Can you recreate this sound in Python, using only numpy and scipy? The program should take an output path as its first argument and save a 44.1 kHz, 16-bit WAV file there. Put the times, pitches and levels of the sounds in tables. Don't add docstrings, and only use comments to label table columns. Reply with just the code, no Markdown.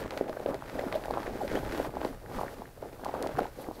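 import sys
import numpy as np
from scipy import signal
from scipy.fft import rfft, irfft, next_fast_len
from scipy.io import wavfile
from scipy.ndimage import map_coordinates

SR = 44100
rng = np.random.default_rng(int(sys.argv[2]) if len(sys.argv) > 2 else 0)


def generate_wav(sig):
    pcm = np.round(np.clip(np.atleast_2d(sig).T, -1, 1) * 32767).astype(np.int16)
    wavfile.write(sys.argv[1], SR, pcm)


N = 167580

# frequency in Hz, relative level in dB.
WEAVE_COLOUR = [(200, -18), (1500, 4), (2900, 1), (4400, 3), (6500, -3), (9000, -4), (13000, -0.5),
                (15800, -9.5)]


def amp(db):
    return 10 ** (np.asarray(db) / 20)


def unit(x):
    return x / np.sqrt(np.mean(x ** 2) + 1e-20)


def curve(rows):
    return np.interp(np.arange(N) / SR, *np.transpose(rows))


def wobble(rate):
    knots = rng.standard_normal(4096)
    return map_coordinates(knots, [np.arange(N) * rate / SR], mode="wrap")


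def coloured(x, points, tilt_db=0):
    m = 2 * next_fast_len(len(x))
    octave = np.log2(np.fft.rfftfreq(m, 1 / SR) + 1)
    hz, db = np.transpose(points)
    tilt_octaves = np.clip(octave, np.log2(3000), np.log2(8000)) - np.log2(3000)
    gain_db = np.interp(octave, np.log2(hz), db) + tilt_db * tilt_octaves
    cepstrum = irfft(np.log(amp(gain_db)))
    cepstrum[1:m // 2] *= 2
    cepstrum[m // 2 + 1:] = 0
    return irfft(rfft(x, m) * np.exp(rfft(cepstrum)))[:len(x)]


def noise(points):
    return unit(coloured(rng.standard_normal(N), points))


def grains(rate, spread_db, points):
    size_db = spread_db * np.minimum(rng.exponential(size=N), 4)
    sizes = amp(size_db) * rng.choice([-1, 1], N)
    struck = rng.random(N) < rate / SR
    return unit(coloured(sizes * struck, points))


def burst(shape):
    z = rfft(rng.standard_normal(len(shape)) * shape, 2 * len(shape))
    flat = irfft(np.exp(1j * np.angle(z)))[:len(shape)]
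    return flat * np.sqrt(np.sqrt(shape))


def add(track, s, sound):
    i = max(round(s * SR), 0)
    track[i:i + len(sound)] += sound[:max(N - i, 0)]


def sliding():
    # time in seconds, level in dB before the layer trims.
    rub_level = [(0.0, -32), (0.09, -49), (0.12, -38.5), (0.26, -42), (0.29, -43), (0.34, -42.5),
                 (0.42, -44.5), (0.48, -36), (0.55, -36), (0.6, -46.5), (0.67, -44.5), (0.78, -37.5),
                 (0.92, -37.5), (0.96, -34.5), (1.03, -45), (1.085, -43), (1.12, -37), (1.28, -39),
                 (1.4, -41.5), (1.44, -36), (1.48, -41.5), (1.56, -31), (1.62, -40.5), (1.67, -36),
                 (1.86, -35.5), (1.9, -47.5), (2.05, -35.5), (2.16, -50.5), (2.27, -49), (2.32, -38.5),
                 (2.42, -36.5), (2.56, -48), (2.63, -47), (2.74, -58), (2.79, -52.5), (2.84, -44.5),
                 (2.95, -50.5), (3.09, -39), (3.25, -34), (3.36, -42), (3.41, -33), (3.55, -56),
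                 (3.59, -41.5), (3.7, -43.5), (3.75, -52.5), (3.8, -41)]
    # time in seconds, level in dB before trims.
    rasp_level = [(0.0, -42.5), (0.09, -53), (0.18, -47.5), (0.26, -54.5), (0.47, -56), (0.6, -54),
                  (0.73, -49.5), (0.9, -53), (0.95, -45), (1.01, -56), (1.27, -46), (1.32, -49.5),
                  (1.47, -50), (1.51, -40.5), (1.61, -48.5), (1.79, -43), (1.92, -54.5), (2.07, -50.5),
                  (2.16, -59.5), (2.28, -63), (2.335, -46), (2.43, -49.5), (2.48, -53.5), (2.74, -64),
                  (2.88, -56.5), (3.02, -62), (3.05, -50.5), (3.36, -52), (3.39, -46.5), (3.55, -62),
                  (3.65, -75), (3.8, -72)]
    # time in seconds, level in dB before trims.
    hiss_level = [(0.0, -50.5), (0.06, -71), (0.18, -56.5), (0.26, -75), (0.29, -62), (0.56, -63),
                  (0.59, -64.5), (0.73, -58.3), (1.0, -60), (1.23, -59), (1.34, -60.5), (1.59, -54.5),
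                  (1.62, -58), (1.79, -54), (1.86, -54.5), (1.89, -64), (1.96, -65), (2.02, -58.5),
                  (2.08, -56), (2.13, -64), (2.27, -66.5), (2.34, -57), (2.41, -53.5), (2.48, -62),
                  (2.51, -57), (2.55, -62), (2.73, -67), (3.06, -62), (3.42, -61), (3.56, -64.5),
                  (3.62, -56), (3.69, -63.5), (3.75, -60.5), (3.8, -59.5)]
    # frequency in Hz, relative level in dB.
    rub_colour = [(20, -15), (70, -14), (150, -6.5), (280, -1.5), (380, -2.5), (550, -1.5), (820, -3),
                  (1130, -16), (1550, -14.5), (2600, -28.5), (7000, -46)]
    rasp_colour = [(100, -0.5), (700, -8.5), (1400, 2), (2000, -3.5), (2700, -9.5), (4200, -16.5),
                   (7000, -22.5), (15000, -41)]

    rub = amp(-6.5) * noise(rub_colour) + amp(-3.3) * crumples()
    rasp = amp(-8) * noise(rasp_colour)
    rasp += amp(-2.5) * grains(520, 3.5, rasp_colour)
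    weave = amp(0.5) * noise(WEAVE_COLOUR)
    weave += amp(-8.5) * grains(450, 0.5, WEAVE_COLOUR)

    grip_db = 1.66 * wobble(45)
    catch_db = 1.8 * wobble(130)
    rub *= amp(curve(rub_level) + grip_db)
    rasp *= amp(curve(rasp_level) + 0.67 * grip_db + catch_db)
    weave *= amp(curve(hiss_level) + 0.5 * grip_db)
    return rub + rasp + weave


def crumples():
    # time in seconds, pitch in Hz.
    middle_pitch = [(0, 520), (.9, 574), (1.15, 700), (1.35, 477), (2.05, 500), (2.42, 670), (2.85, 516),
                    (3.1, 750), (3.25, 620), (3.8, 655)]
    per_second, spread_db, pitch_octaves, length_cycles = 330, 2.1, 0.55, 1.0

    out, t = np.zeros(N), np.arange(-SR // 100, SR // 100) / SR
    for when, size, phase, *chance in rng.random((int(per_second * N / SR), 6)):
        s = when * N / SR
        octaves = pitch_octaves * np.sum(2 * np.array(chance) - 1)
        hz = np.interp(s, *np.transpose(middle_pitch)) * 2 ** octaves
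        level_db = -spread_db * np.log(size + 0.061)
        add(out, s, amp(level_db) * swing(t, hz, length_cycles, phase))
    return unit(out)


def swing(t, hz, length, phase):
    rise_share = 0.73
    pitch_fall = 0.17
    cycles = hz * t
    swell = np.exp(-(cycles / length / np.where(t < 0, rise_share, 1)) ** 2)
    sunk_cycles = cycles - pitch_fall * cycles ** 2 / length / 2
    return swell * np.cos(2 * np.pi * (sunk_cycles + phase))


def press(x):
    # frequency in Hz, relative level in dB, 60 dB decay time in seconds.
    modes = [(279, -1, .16), (533, -7, .07)]
    t = np.arange(SR // 4) / SR
    ring = np.zeros(len(t))
    for hz, db, t60 in modes:
        evened = 2 * np.log(1000) / (t60 * SR)
        ring += amp(db - 60 * t / t60) * np.cos(2 * np.pi * hz * t) * evened
    return x + signal.fftconvolve(x, ring)[:N]


def folds():
    # middle in seconds, level in dB before the trim, pitch in Hz, swing length in cycles.
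    pops = [(0.0602, -23, 630, 0.55), (.172, -24, 560, 1.2), (.212, -10.5, 482, 0.68),
            (0.2967, -19, 480, 0.51), (.3295, -26, 840, 0.42), (0.371, -22.5, 590, 1.4),
            (0.4034, -20.5, 517, 0.69), (0.4618, -13.5, 530, 0.9), (.5441, -22.5, 560, 0.87),
            (0.6236, -23, 950, 0.67), (0.7303, -31, 453, .7), (0.7937, -19.5, 607, 1.07),
            (0.8395, -19.5, 556, 1.14), (.9262, -23, 696, 0.78), (0.9433, -19, 617, 1.15),
            (1.0577, -22.5, 696, 0.96), (1.0837, -20.5, 640, 0.78), (1.1092, -15, 720, 0.88),
            (1.139, -18.5, 870, 0.47), (1.1738, -13.5, 765, 0.59), (1.183, -19.5, 510, 0.34),
            (1.263, -28.5, 544, 1.6), (1.2789, -18.5, 480, 0.49), (1.435, -21, 400, 0.9),
            (1.517, -22, 515, 1.2), (1.551, -19, 440, 0.42), (1.5553, -17, 472, 0.9), (1.574, -21, 540, .8),
            (1.6355, -22.5, 590, 0.84), (1.8007, -13.5, 600, 0.9), (1.809, -24, 560, 0.45),
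            (1.8471, -23, 680, 0.78), (1.894, -24.5, 645, .6), (1.94, -25, 676, 0.66),
            (1.9702, -19, 786, 1.2), (2.0166, -20, 685, 0.69), (2.0492, -19, 790, 1.2),
            (2.0528, -17, 398, 0.54), (2.3935, -22.5, 905, 1.6), (2.4128, -18, 686, 0.61),
            (2.4345, -20, 745, 1), (2.6208, -27, 795, 1.13), (2.8283, -23, 580, 0.69),
            (2.858, -30, 550, 0.45), (2.93, -32, 490, 0.86), (2.996, -34, 790, 0.94),
            (3.037, -25, 600, 0.5), (3.0645, -19, 760, 1), (3.0942, -23, 785, 2.1),
            (3.1415, -21.5, 660, 0.78), (3.176, -27, 560, 0.46), (3.264, -19, 640, 0.78),
            (3.293, -23, 620, 0.7), (3.354, -26, 900, 0.46), (3.4102, -25, 603, 0.82),
            (3.4565, -24.5, 830, 1.9), (3.6875, -19.5, 525, 0.38), (3.7127, -22.5, 674, 0.59)]
    trim_db = -2.5
    out, t = np.zeros(N), np.arange(-SR // 100, SR // 100) / SR
    for (s, db, hz, length), phase in zip(pops, rng.random(len(pops))):
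        add(out, s + t[0], amp(db + trim_db) * swing(t, hz, length, phase))
    return out


def scuffs():
    # middle in seconds, length in seconds, centre in Hz, level in dB before the trim.
    drags = [(.122, 0.012, 950, -40), (0.291, 0.041, 645, -35), (.329, 0.0064, 1640, -37),
             (.37, 0.022, 1600, -44.5), (.785, 0.042, 600, -36.5), (0.794, 0.024, 1840, -38.5),
             (.925, 0.0099, 2030, -38.5), (.95, .045, 3600, -49.5), (1.049, 0.026, 1620, -45),
             (1.15, 0.074, 980, -45), (1.266, 0.025, 1940, -43.5), (1.556, 0.017, 1860, -39),
             (1.558, 0.022, 288, -41), (2.261, .008, 1740, -46), (2.365, 0.06, 243, -38),
             (2.385, 0.032, 510, -37.5), (2.39, 0.026, 1070, -40), (2.413, 0.0069, 1110, -33),
             (2.431, 0.017, 1130, -40), (2.482, 0.0056, 1870, -38.5), (2.595, 0.017, 247, -39),
             (2.656, .014, 1750, -48.5), (2.775, .012, 594, -43.5), (1.5, .05, 2000, -46.5),
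             (3.059, 0.032, 1040, -37), (3.146, 0.017, 940, -36.5), (3.239, 0.048, 335, -39),
             (3.342, 0.025, 138, -35.5), (3.39, 0.012, 1390, -30), (3.39, .016, 480, -29),
             (3.41, 0.041, 347, -42), (3.6, 0.079, 4500, -63), (3.62, .035, 12500, -56.5),
             (3.643, 0.0076, 2100, -48), (3.689, 0.015, 318, -34.5), (3.755, .08, 4500, -63)]
    # multiple of the centre frequency, relative level in dB.
    band = [(.1, -44), (.4, -26), (.75, -4), (1, 1.5), (1.25, -10), (1.7, -26), (4, -36), (12, -51)]
    trim_db = -4.5
    out = np.zeros(N)
    for s, length, hz, db in drags:
        swell = np.hanning(int(length * SR))
        padded = np.pad(burst(swell), (0, SR // 50))
        drag = coloured(padded, np.array(band) * [hz, 1])
        drag *= np.sqrt(len(swell)) / np.linalg.norm(drag)
        add(out, s - length / 2, amp(db + trim_db) * drag)
    return out


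def seams():
    # start in seconds, level in dB before the trim, treble tilt in dB per octave.
    snaps = [(.107, -25.5, -0.5), (0.1753, -24, 0.5), (0.2948, -31.5, 0), (0.4613, -32.5, -5),
             (0.544, -30.5, 4), (.697, -30.5, -4), (0.7934, -29, 1), (0.9256, -23.5, -2), (.943, -35, -4),
             (1.0383, -30.5, -9), (1.0568, -35, 9), (1.109, -33.5, 8), (1.139, -34.5, -6), (1.2313, -31, 4),
             (1.4786, -27.5, -8), (1.7265, -36.5, 9), (1.749, -31.5, 0), (1.777, -31, 6),
             (1.848, -29.5, -4), (2.015, -31.5, -8), (2.0486, -27.5, 0), (2.4147, -42, 20),
             (3.0473, -30.5, 10.5), (3.2252, -26.5, 11), (3.2714, -29, 4.5), (3.404, -33, 2)]
    # frequency in Hz, relative level in dB.
    crack_colour = [(30, -24), (200, -1), (700, 9.5), (2000, 10.5), (2800, 2.5), (4200, 3.5), (6500, -11),
                    (11000, -17.5), (15800, -21)]
    decay_s, trim_db, uneven_db = 0.0017, -5.5, 2.2
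    out, t = np.zeros(N), np.arange(SR // 50) / SR
    for s, db, tilt in snaps:
        uneven = [0, uneven_db] * rng.standard_normal((len(crack_colour), 1))
        crack = coloured(burst(np.exp(-t / decay_s)), np.array(crack_colour) + uneven, tilt)
        add(out, s, amp(db + trim_db) * 7 * crack / np.linalg.norm(crack))
    return out


def judders():
    # start in seconds, length in seconds, first pitch in Hz, last pitch in Hz, middle level in dB.
    slides = [(.474, .04, 590, 520, -31), (.951, .015, 550, 640, -23), (1.405, .028, 920, 570, -29.5),
              (1.443, .018, 490, 660, -28.5), (1.557, .02, 2950, 3450, -44), (3.385, .0105, 730, 830, -20)]
    pitch_wander, rough_db = 0.055, 1.7
    out = np.zeros(N)
    for s, length, first_hz, last_hz, db in slides:
        u = np.linspace(0, 1, int(length * SR))
        glide = first_hz + (last_hz - first_hz) * u
        hz = glide * (1 + pitch_wander * wobble(first_hz)[:len(u)])
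        phase = 2 * np.pi * np.cumsum(hz) / SR
        slips = np.sin(phase) + amp(-30) * np.sin(2 * phase)
        slips += amp(-27.5) * noise(WEAVE_COLOUR)[:len(u)]
        force = amp(db + rough_db * wobble(first_hz)[:len(u)])
        swell = np.sqrt(np.abs(np.sin(np.pi * u)))
        add(out, s, force * swell * slips)
    return out


def room(x):
    # delay in seconds, level in dB.
    echoes = [(.0062, -30), (.0094, -31)]
    t60_s, build_s, tail_db = 0.13, 0.0048, -13.5
    t = np.arange(SR // 3) / SR
    tail = rng.standard_normal(len(t)) * amp(-60 * t / t60_s) * (1 - np.exp(-t / build_s))
    answer = amp(tail_db) * tail / np.linalg.norm(tail)
    for delay, db in echoes:
        add(answer, delay, amp([db]))
    return x + signal.fftconvolve(x, answer)[:N]


def handling_rumble():
    # time in seconds, level in dB before the trim.
    rumble_level = [(0, -49), (.15, -57), (.4, -56), (.9, -52), (1.4, -51), (1.57, -44), (1.8, -48),
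                    (2.05, -49), (2.15, -54), (2.3, -53), (2.37, -42.5), (2.47, -52), (2.75, -60), (3, -59),
                    (3.15, -52), (3.4, -50), (3.5, -57), (3.8, -58)]
    # frequency in Hz, relative level in dB.
    rumble_colour = [(15, -9), (30, 3.5), (50, 0.5), (90, -4), (200, -9.5), (400, -41), (1000, -62)]
    trim_db = 2.5
    return noise(rumble_colour) * amp(curve(rumble_level) + trim_db + 1.8 * wobble(18))


def mains_hum():
    hum_hz, peak_db = 120.5, -56.5
    return amp(peak_db) * np.sin(2 * np.pi * hum_hz * np.arange(N) / SR)


def room_noise():
    # frequency in Hz, relative level in dB.
    air_colour = [(20, 8), (45, 5.5), (90, 5), (220, -2.5), (600, -19), (1200, -11), (2500, -32),
                  (7000, -24.5), (12500, -23), (15500, -24.5)]
    return amp(-56) * noise(air_colour)


def scene():
    cloth = room(press(sliding()) + folds() + scuffs() + seams() + judders())
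    background = handling_rumble() + mains_hum() + room_noise()
    return (cloth + background)[None]


def record(dry):
    top_hz = 15750
    m = next_fast_len(N + SR // 2)
    kept = np.fft.rfftfreq(m, 1 / SR) < top_hz
    return irfft(rfft(dry, m) * kept, m)[..., :N]


dry = scene()
out = record(dry)
generate_wav(out)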